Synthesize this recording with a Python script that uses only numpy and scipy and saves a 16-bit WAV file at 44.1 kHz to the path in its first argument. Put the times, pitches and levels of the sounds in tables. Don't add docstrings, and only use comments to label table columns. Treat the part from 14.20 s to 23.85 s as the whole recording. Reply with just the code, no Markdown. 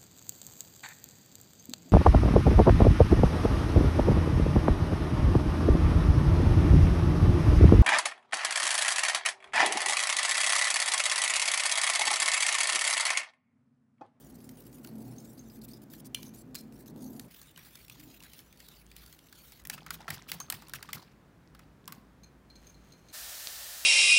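import sys
import numpy as np
from scipy import signal
from scipy.io import wavfile
from scipy.ndimage import uniform_filter1d

SR = 44100
rng = np.random.default_rng(int(sys.argv[2]) if len(sys.argv) > 2 else 0)


def materialize(psi):
    bounded = np.clip(np.atleast_2d(psi).T, -1, 1)
    quanta = np.round(bounded * 32767).astype(np.int16)
    wavfile.write(sys.argv[1], SR, quanta)


N = 425565
FROTHY_S = 3.085
PAN_S = 8.923

# (time [s], crack level [dB], nominal plop pitch [Hz], plop level [dB])
TAPS = [(0.2917, -34, 2330, -52), (0.6472, -33.5, 1410, -43), (0.673, -34.5, 1210, -54),
        (1.737, -34, 1750, -44.5), (1.947, -18, 3050, -37), (2.03, -30, 3160, -41),
        (2.3525, -22, 1910, -48), (2.3574, -24, 1250, -58), (2.346, -31, 1150, -47.5),
        (2.996, -26, 1810, -45), (3.2157, -33.5, 1140, -55), (3.3608, -48, 3070, -41),
        (3.376, -34.5, 1580, -42.5), (3.555, -32, 1380, -51), (3.682, -38.5, 2670, -46),
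        (3.698, -32.5, 2610, -36.5), (3.797, -38, 2240, -49), (4.0038, -43, 2800, -40),
        (4.0255, -38, 2450, -46), (4.036, -35.5, 1240, -49.5), (4.134, -34, 2240, -55),
        (4.191, -34.5, 2220, -45), (4.3267, -41, 2460, -49), (4.4027, -35, 1820, -44),
        (4.486, -35, 1270, -55), (4.715, -40.5, 2430, -43), (4.765, -32, 3020, -41.5),
        (4.862, -36, 2500, -58), (4.927, -35, 2080, -47), (4.99, -39.5, 2420, -60),
        (5.1266, -35.5, 1610, -43.5), (5.321, -35.5, 2060, -52), (5.452, -29.5, 1990, -38),
        (5.4987, -17, 1755, -27.5), (5.578, -57, 1270, -36), (5.664, -33.5, 1280, -33.5),
        (5.706, -19.5, 1444, -27.5), (5.804, -62, 850, -37), (5.8796, -50, 1320, -26.5),
        (5.883, -51, 690, -35), (5.904, -18.5, 1870, -25.5), (6.088, -37, 2464, -36.5),
        (6.117, -17.5, 2030, -25.5), (6.202, -28, 1065, -35.5), (6.3007, -16, 1253, -32.5),
        (6.324, -19, 1810, -28), (6.4215, -38.5, 845, -41), (6.484, -35, 1510, -54),
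        (6.4956, -33, 1330, -45), (6.536, -22, 1627, -29.5), (6.6274, -26, 1580, -37),
        (6.6889, -64, 1210, -33), (6.7311, -18.5, 2040, -26), (7.349, -45, 1390, -44.5),
        (7.3928, -41.5, 1350, -45.5), (7.678, -25.5, 1105, -36.5), (7.7233, -26.5, 1160, -39.5)]
# (start [s], end [s], hiss between strokes [dB])
STIR_SPELLS = [(0, 1.394, -67), (1.398, 3.09, -77.5), (3.08, 5.425, -66)]
# (start [s], end [s], level [dB])
STROKES = [(0, 0.168, -62.5), (0.204, 0.32, -63.5), (0.372, 0.484, -60.5), (0.528, 0.586, -58),
           (0.64, 0.713, -60.5), (0.755, 1.12, -61), (1.055, 1.245, -62.5), (1.299, 1.394, -60.5),
           (1.415, 1.456, -56), (1.482, 1.581, -57.5), (1.619, 1.641, -58.5), (1.701, 1.811, -58),
           (1.847, 1.878, -55.5), (1.95, 2.096, -58.5), (2.138, 2.224, -58.5), (2.348, 2.415, -55),
           (2.524, 2.636, -62), (2.66, 2.712, -58.5), (2.761, 3.067, -60.5), (3.111, 3.213, -56),
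           (3.197, 3.32, -58), (3.37, 3.653, -58), (3.704, 3.98, -58), (4.028, 4.22, -59),
           (4.374, 4.626, -60.5), (4.754, 4.952, -59.5), (5.127, 5.42, -58.5)]


def amp(db):
    return 10 ** (np.asarray(db) / 20)


def evened(x):
    return x / np.sqrt(np.mean(x ** 2) + 1e-20)


def add(mix, s, sound):
    part = mix[round(s * SR):][:len(sound)]
    part += sound[:len(part)]


def noise(spectrum, size, streak_db=0., flicker_db=0., streak_frames=6, streak_bins=3,
          start_s=0, end_s=N / SR):
    first, last = round(start_s * SR), round(end_s * SR)
    frames = 4 * (last - first) // size + 5
    hz = np.fft.rfftfreq(size, 1 / SR)
    real, imag, streaks = rng.standard_normal((frames, len(hz), 3)).T
    streaks = uniform_filter1d(streaks, streak_bins, 0)
    streaks = evened(uniform_filter1d(streaks, streak_frames, 1))
    streaks = np.minimum(streaks + np.maximum(streaks - 1, 0), 3.5)
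    flicker = evened(uniform_filter1d(rng.standard_normal(frames), size=5))
    f, db = np.transpose(spectrum)
    colour_db = np.interp(np.log(hz + 1), np.log(f), db)[:, None]
    z = (real + 1j * imag) * amp(colour_db + streak_db * streaks + flicker_db * flicker)
    sound = signal.istft(z, nperseg=size, noverlap=3 * size // 4)[1][:last - first]
    return np.pad(evened(sound), (first, N - last))


def resonate(x, hz, width):
    return signal.lfilter(*signal.iirpeak(hz, hz / width, SR), x)


def grains(per_s, lo_hz, hi_hz, cycles, spread_db):
    size = amp(spread_db * np.minimum(rng.exponential(1, N), 4))
    size = size * (rng.random(N) < per_s / SR)
    kind, out = rng.integers(0, 10, N), np.zeros(N)
    for k, hz in enumerate(np.geomspace(lo_hz, hi_hz, num=10)):
        turns = np.arange(512) / SR * hz
        blip = np.sin(2 * np.pi * turns) * np.exp(-turns / cycles) * np.minimum(turns, 1)
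        out += signal.oaconvolve(size * (kind == k), blip)[:N]
    return evened(out)


def drag():
    t, gain = np.arange(N) / SR, np.zeros(N)
    for start, end, db in STIR_SPELLS + STROKES:
        gain[(t >= start) & (t < end)] = amp(db)
    return uniform_filter1d(gain, size=300)


def stirring():
    # (frequency [Hz], relative density [dB per Hz])
    thick_colour, frothy_colour, slosh_colour = [
        [(1500, -14), (3000, -8.5), (4500, -3), (8500, -3.5), (12500, -2), (16000, -3.5)],
        [(700, -36), (1200, -5.5), (3830, -1.5), (8350, -9), (15500, -5)],
        [(500, -24), (1000, -5.5), (4800, -2), (7000, -15.5), (16000, -20)],
    ]
    # (loudest moment [s], level [dB])
    swishes = [(5.54, -41), (5.744, -41), (5.944, -41.5), (6.096, -42.5), (6.142, -44), (6.345, -45.5),
               (6.555, -41), (6.751, -42.5)]
    swish_half_s = 0.011
    t = np.arange(N) / SR
    stir_end_s = STIR_SPELLS[-1][1]

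    thick = noise(thick_colour, size=256, streak_db=3.6, flicker_db=3.5,
                  streak_frames=26, streak_bins=3, end_s=FROTHY_S)
    frothy = noise(frothy_colour, size=256, streak_db=3.6, flicker_db=3.0,
                   streak_frames=40, streak_bins=2, start_s=FROTHY_S, end_s=stir_end_s)
    dragging = drag() * (thick + frothy)

    stirred = np.zeros(N)
    settle_t = t[:20000]
    for s, _, _, plop_db in TAPS:
        settling = amp(plop_db - 23.5 - 60 * settle_t / 0.5) * np.minimum(settle_t / 0.0046, 1)
        add(stirred, s, settling)
    slosh = noise(slosh_colour, size=256, streak_db=4.0, flicker_db=4.5)
    bubbles = grains(500, 800, 6500, 2.1, 5.2)
    settling_egg = stirred * (0.47 * slosh + 0.58 * bubbles)

    sweep = sum(amp(db) * np.exp(-((t - s) / swish_half_s) ** 2) for s, db in swishes)
    spray = noise([(600, -17.5), (1500, 2.0), (5000, 0.5), (9000, -6.0), (15000, -0.5)], size=256,
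                  streak_db=3, flicker_db=1.5, streak_frames=30, streak_bins=2,
                  start_s=stir_end_s, end_s=PAN_S)
    return dragging + settling_egg + sweep * spray


def low_drone():
    # (frequency [Hz], width of the first filter [Hz], relative level [dB])
    modes = [(123.6, 4.1, -5.5), (158.7, 36, -2), (223.4, 17.4, 1), (255, 17.2, -0.5), (284.3, 87, -2)]
    # (loudest moment [s], level [dB], half length [s], pitch [Hz])
    swells = [(0.842, -50.5, 0.18, 219), (2.848, -50, 0.19, 255), (3.872, -55.5, 0.1, 302.6),
              (7.78, -62, 0.22, 191)]
    drone_db, shoulder_db, swell_shoulder_db = -51.5, -70, -13.5
    t = np.arange(N) / SR
    low_noise, wide_noise = rng.standard_normal((2, N))

    drone = np.zeros(N)
    for hz, width, db in modes:
        drone += amp(db) * evened(resonate(resonate(low_noise, hz, width), hz, 2.86 * width))
    drone = evened(drone)
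    band = signal.butter(3, [330, 830], "band", fs=SR, output="sos")
    shoulder = evened(signal.sosfilt(band, wide_noise))

    out = (t < FROTHY_S) * (amp(drone_db) * drone + amp(shoulder_db) * shoulder)
    for s, db, half, hz in swells:
        same_side = (t < FROTHY_S) == (s < FROTHY_S)
        rise = amp(db) * np.exp(-((t - s) / half) ** 2) * same_side
        pitched = evened(resonate(resonate(wide_noise, hz, 27), hz, 40))
        out += rise * (0.68 * drone + 0.77 * pitched + amp(swell_shoulder_db) * shoulder)
    return out


def room_tone():
    # (frequency [Hz], relative density [dB per Hz])
    colour = [(44, -39), (75, -7), (141, -2), (304, -7), (417, -12.5), (900, -19), (1700, -21.5),
              (2700, -30), (16500, -45.5)]
    # (from [s], level [dB])
    step_s, step_db = np.transpose([(0, -61), (3.085, -63), (5.425, -59.5)])
    t = np.arange(N) / SR
    hum = evened(resonate(resonate(rng.standard_normal(N), 55.3, 6.4), 56.0, 34.4))
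    gain = amp(step_db)[np.searchsorted(step_s, t, "right") - 1] * (t < PAN_S)
    return gain * noise(colour, size=2048) + amp(-65.5) * hum


def blows():
    # (crack level [dB], nominal plop pitch [Hz], plop level [dB])
    landing = (-46, 2550, -59)
    times = np.array(TAPS)[:, 0]
    starts = [start for start, _, _ in STROKES[1:] if abs(times - start).min() > 0.02]
    return TAPS + [(start, *landing) for start in starts]


def taps():
    out, t = np.zeros(N), np.arange(5000) / SR
    bright = signal.butter(2, 2200, "high", fs=SR, output="sos")
    for s, db, hz, plop_db in blows():
        crack_noise, plop_noise, thump_noise = rng.standard_normal((3, len(t)))
        tick = 0.91 * np.sin(2 * np.pi * 9000 * t) * amp(-60 * t / 0.0006)

        fall = 0.85 * amp(-60 * t / 0.013) + amp(-35 - 60 * t / 0.028)
        knock = signal.sosfilt(bright, crack_noise) + 1.19 * resonate(crack_noise, 4770, 1370)
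        crack = tick + 0.6 * knock * fall * np.minimum(t / 0.0013, 1)

        pocket = np.sin(2 * np.pi * hz * t * (0.95 + 5.75 * t))
        splash = evened(resonate(plop_noise, hz * 1.06, hz * 0.65))
        shape = np.minimum(t / 0.0018, 1) * amp(-60 * t * hz / 50)
        plop = shape * (0.62 * pocket + 0.49 * splash)

        thump_hz = 150 + 15 * thump_noise[0]
        thump = 0.4 * evened(resonate(thump_noise, 140, 55)) + 0.56 * np.sin(2 * np.pi * thump_hz * t)
        thump = thump * np.minimum(t / 0.025, 1) * amp(-12.5 - 60 * t / 0.28)
        add(out, s - 0.0003, amp(db) * crack + amp(plop_db) * (plop + thump))
    return out


def bowl_contact():
    # (frequency [Hz], relative level [dB], t60 [s])
    modes = [(2356, 1.5, 0.71), (4178, -3.5, 0.19), (6340, -1.5, 0.12), (6590, -7.5, 0.1),
             (9000, -14.5, 0.082), (11800, -16, 0.07), (14990, -17, 0.066)]
    # (time [s], lowest mode [dB], middle modes [dB], high modes [dB])
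    clinks = [(0.9822, -88, -83, -52.5), (1.1917, -106, -87, -53.5), (1.947, -58, -49, -79),
              (2.3577, -67, -45.5, -64), (6.2016, -76, -73, -37.5), (8.0335, -70, -55.5, -55.5),
              (8.3, -76, -53.5, -85), (8.3548, -75, -53.5, -58), (8.468, -75, -64, -55),
              (8.493, -80, -70, -57), (8.543, -78, -59.5, -68), (8.7208, -74, -53.5, -59),
              (8.885, -68, -53, -55.5)]
    # (time [s], level [dB])
    creep_s, creep_db = np.transpose([(8.29, -79), (8.43, -62.5), (8.48, -61.5), (8.56, -68.5),
                                      (8.68, -63.5), (8.84, -67.5), (8.92, -59)])
    rattle = 0.7
    out, t = np.zeros(N), np.arange(14000) / SR
    hz, mode_db, t60 = np.array(modes).T[:, :, None]

    for s, lowest_db, middle_db, high_db in clinks:
        phase = rng.random((len(modes), 1))
        db = mode_db + np.select([hz < 3000, hz < 5500], [lowest_db, middle_db], high_db)
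        fall = amp(-60 * t / t60) * (0.5 + 1.15 * np.exp(-t / 0.024)) * np.minimum(t / 0.002, 1)
        tremble = evened(uniform_filter1d(rng.standard_normal(len(t)), size=150))
        fall = fall * (1 + rattle * tremble)
        tick_fall = amp(max(middle_db, high_db) - 8.5 - 60 * t / 0.051)
        tick = evened(resonate(rng.standard_normal(len(t)), 4200, 2310)) * tick_fall
        ring = (amp(db) * fall * np.sin(2 * np.pi * (hz * t + phase))).sum(0) + tick
        add(out, s, ring)
        add(out, s + rng.uniform(0.012, 0.041), amp(-18.5) * ring)

    chatter = grains(1500, 1900, 13000, 0.19, 0.99)
    rubbed = np.zeros(N)
    for f, db, ring_s in modes[1:]:
        rubbed += amp(db) * evened(resonate(chatter, f, 12 / ring_s))
    creep = amp(np.interp(np.arange(N) / SR, creep_s, creep_db, left=-np.inf, right=-np.inf))
    return out + creep * (0.24 * evened(rubbed) + 0.54 * chatter)


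def tinkles():
    # (time [s], pitch [Hz], level [dB], t60 [s])
    rings = [(1.30, 5020, -55, 0.055), (1.416, 4480, -47, 0.034), (1.534, 5050, -51, 0.076),
             (2.061, 6200, -53.5, 0.13), (7.68, 1068, -55, 0.45), (1.947, 3010, -25, .02)]
    out, t = np.zeros(N), np.arange(9000) / SR
    for s, hz, db, t60 in rings:
        z = rng.standard_normal(len(t) + 2000)
        ring = resonate(resonate(z, hz, 0.064 * hz), hz, 0.12 * hz)[-len(t):]
        add(out, s, amp(db - 60 * t / t60) * np.minimum(t / 0.0014, 1) * evened(ring))
    return out


def ticks():
    # (time [s], level [dB], centre frequency [Hz])
    snaps = [(1.9465, -19.5, 8800), (5.439, -42, 11000), (5.4726, -19, 12500), (5.632, -42, 4500),
             (5.683, -42, 6000), (5.892, -32, 12000), (5.982, -35, 3480), (6.023, -34.5, 6030),
             (6.3021, -10, 9300), (6.306, -20, 14000), (6.828, -43, 6000), (6.881, -50, 2500),
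             (6.917, -54, 6000), (7.2757, -48, 5000), (7.643, -50, 3500), (7.657, -42, 6500),
             (8.478, -48, 4800), (9.2724, -15, 4470), (4.666, -41, 7000), (5.087, -45, 4000)]
    out, t = np.zeros(N), np.arange(-60, 300) / SR
    for s, db, hz in snaps:
        cycles = 0.5 - 0.01 * db
        shape = np.exp(np.where(t < 0, 2, -1) * t * hz / cycles)
        add(out, s + t[0], amp(db) * np.sin(2 * np.pi * hz * t + 1) * shape)
    return out


def pan():
    # (frequency [Hz], relative density [dB per Hz])
    colour = [(47, -35), (87, -9), (417, -15.5), (609, -3.5), (994, -8.5), (1810, -2.5), (2030, -6.5),
              (4630, -1), (15100, -6.5), (16500, -12.5)]
    fizz = noise(colour, size=512) + 0.25 * grains(2500, 3800, 15000, 0.8, 4.1)
    singing = evened(resonate(resonate(rng.standard_normal(N), 1800, 70), 1800, 140))
    fade_in = np.clip((np.arange(N) / SR - PAN_S) / 0.02, 0, 1)
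    return amp(-43.5) * evened(fizz + 0.13 * singing) * fade_in


def scene():
    near = taps() + ticks() + bowl_contact() + tinkles()
    t = np.arange(8000) / SR
    tail = rng.standard_normal(len(t)) * amp(-60 * t / 0.31) * (t > 0.004)
    wet = signal.oaconvolve(near, tail / np.linalg.norm(tail))[:N]
    return (near + amp(-15.0) * wet + stirring() + low_drone() + room_tone() + pan())[None]


def record(dry):
    lifted = dry + 0.57 * resonate(dry, 15400, 3100)
    band_limit = signal.firwin(511, 15900, window=("kaiser", 9), fs=SR)
    return signal.oaconvolve(lifted, band_limit[None], "same")


dry = scene()
out = record(dry)
materialize(out)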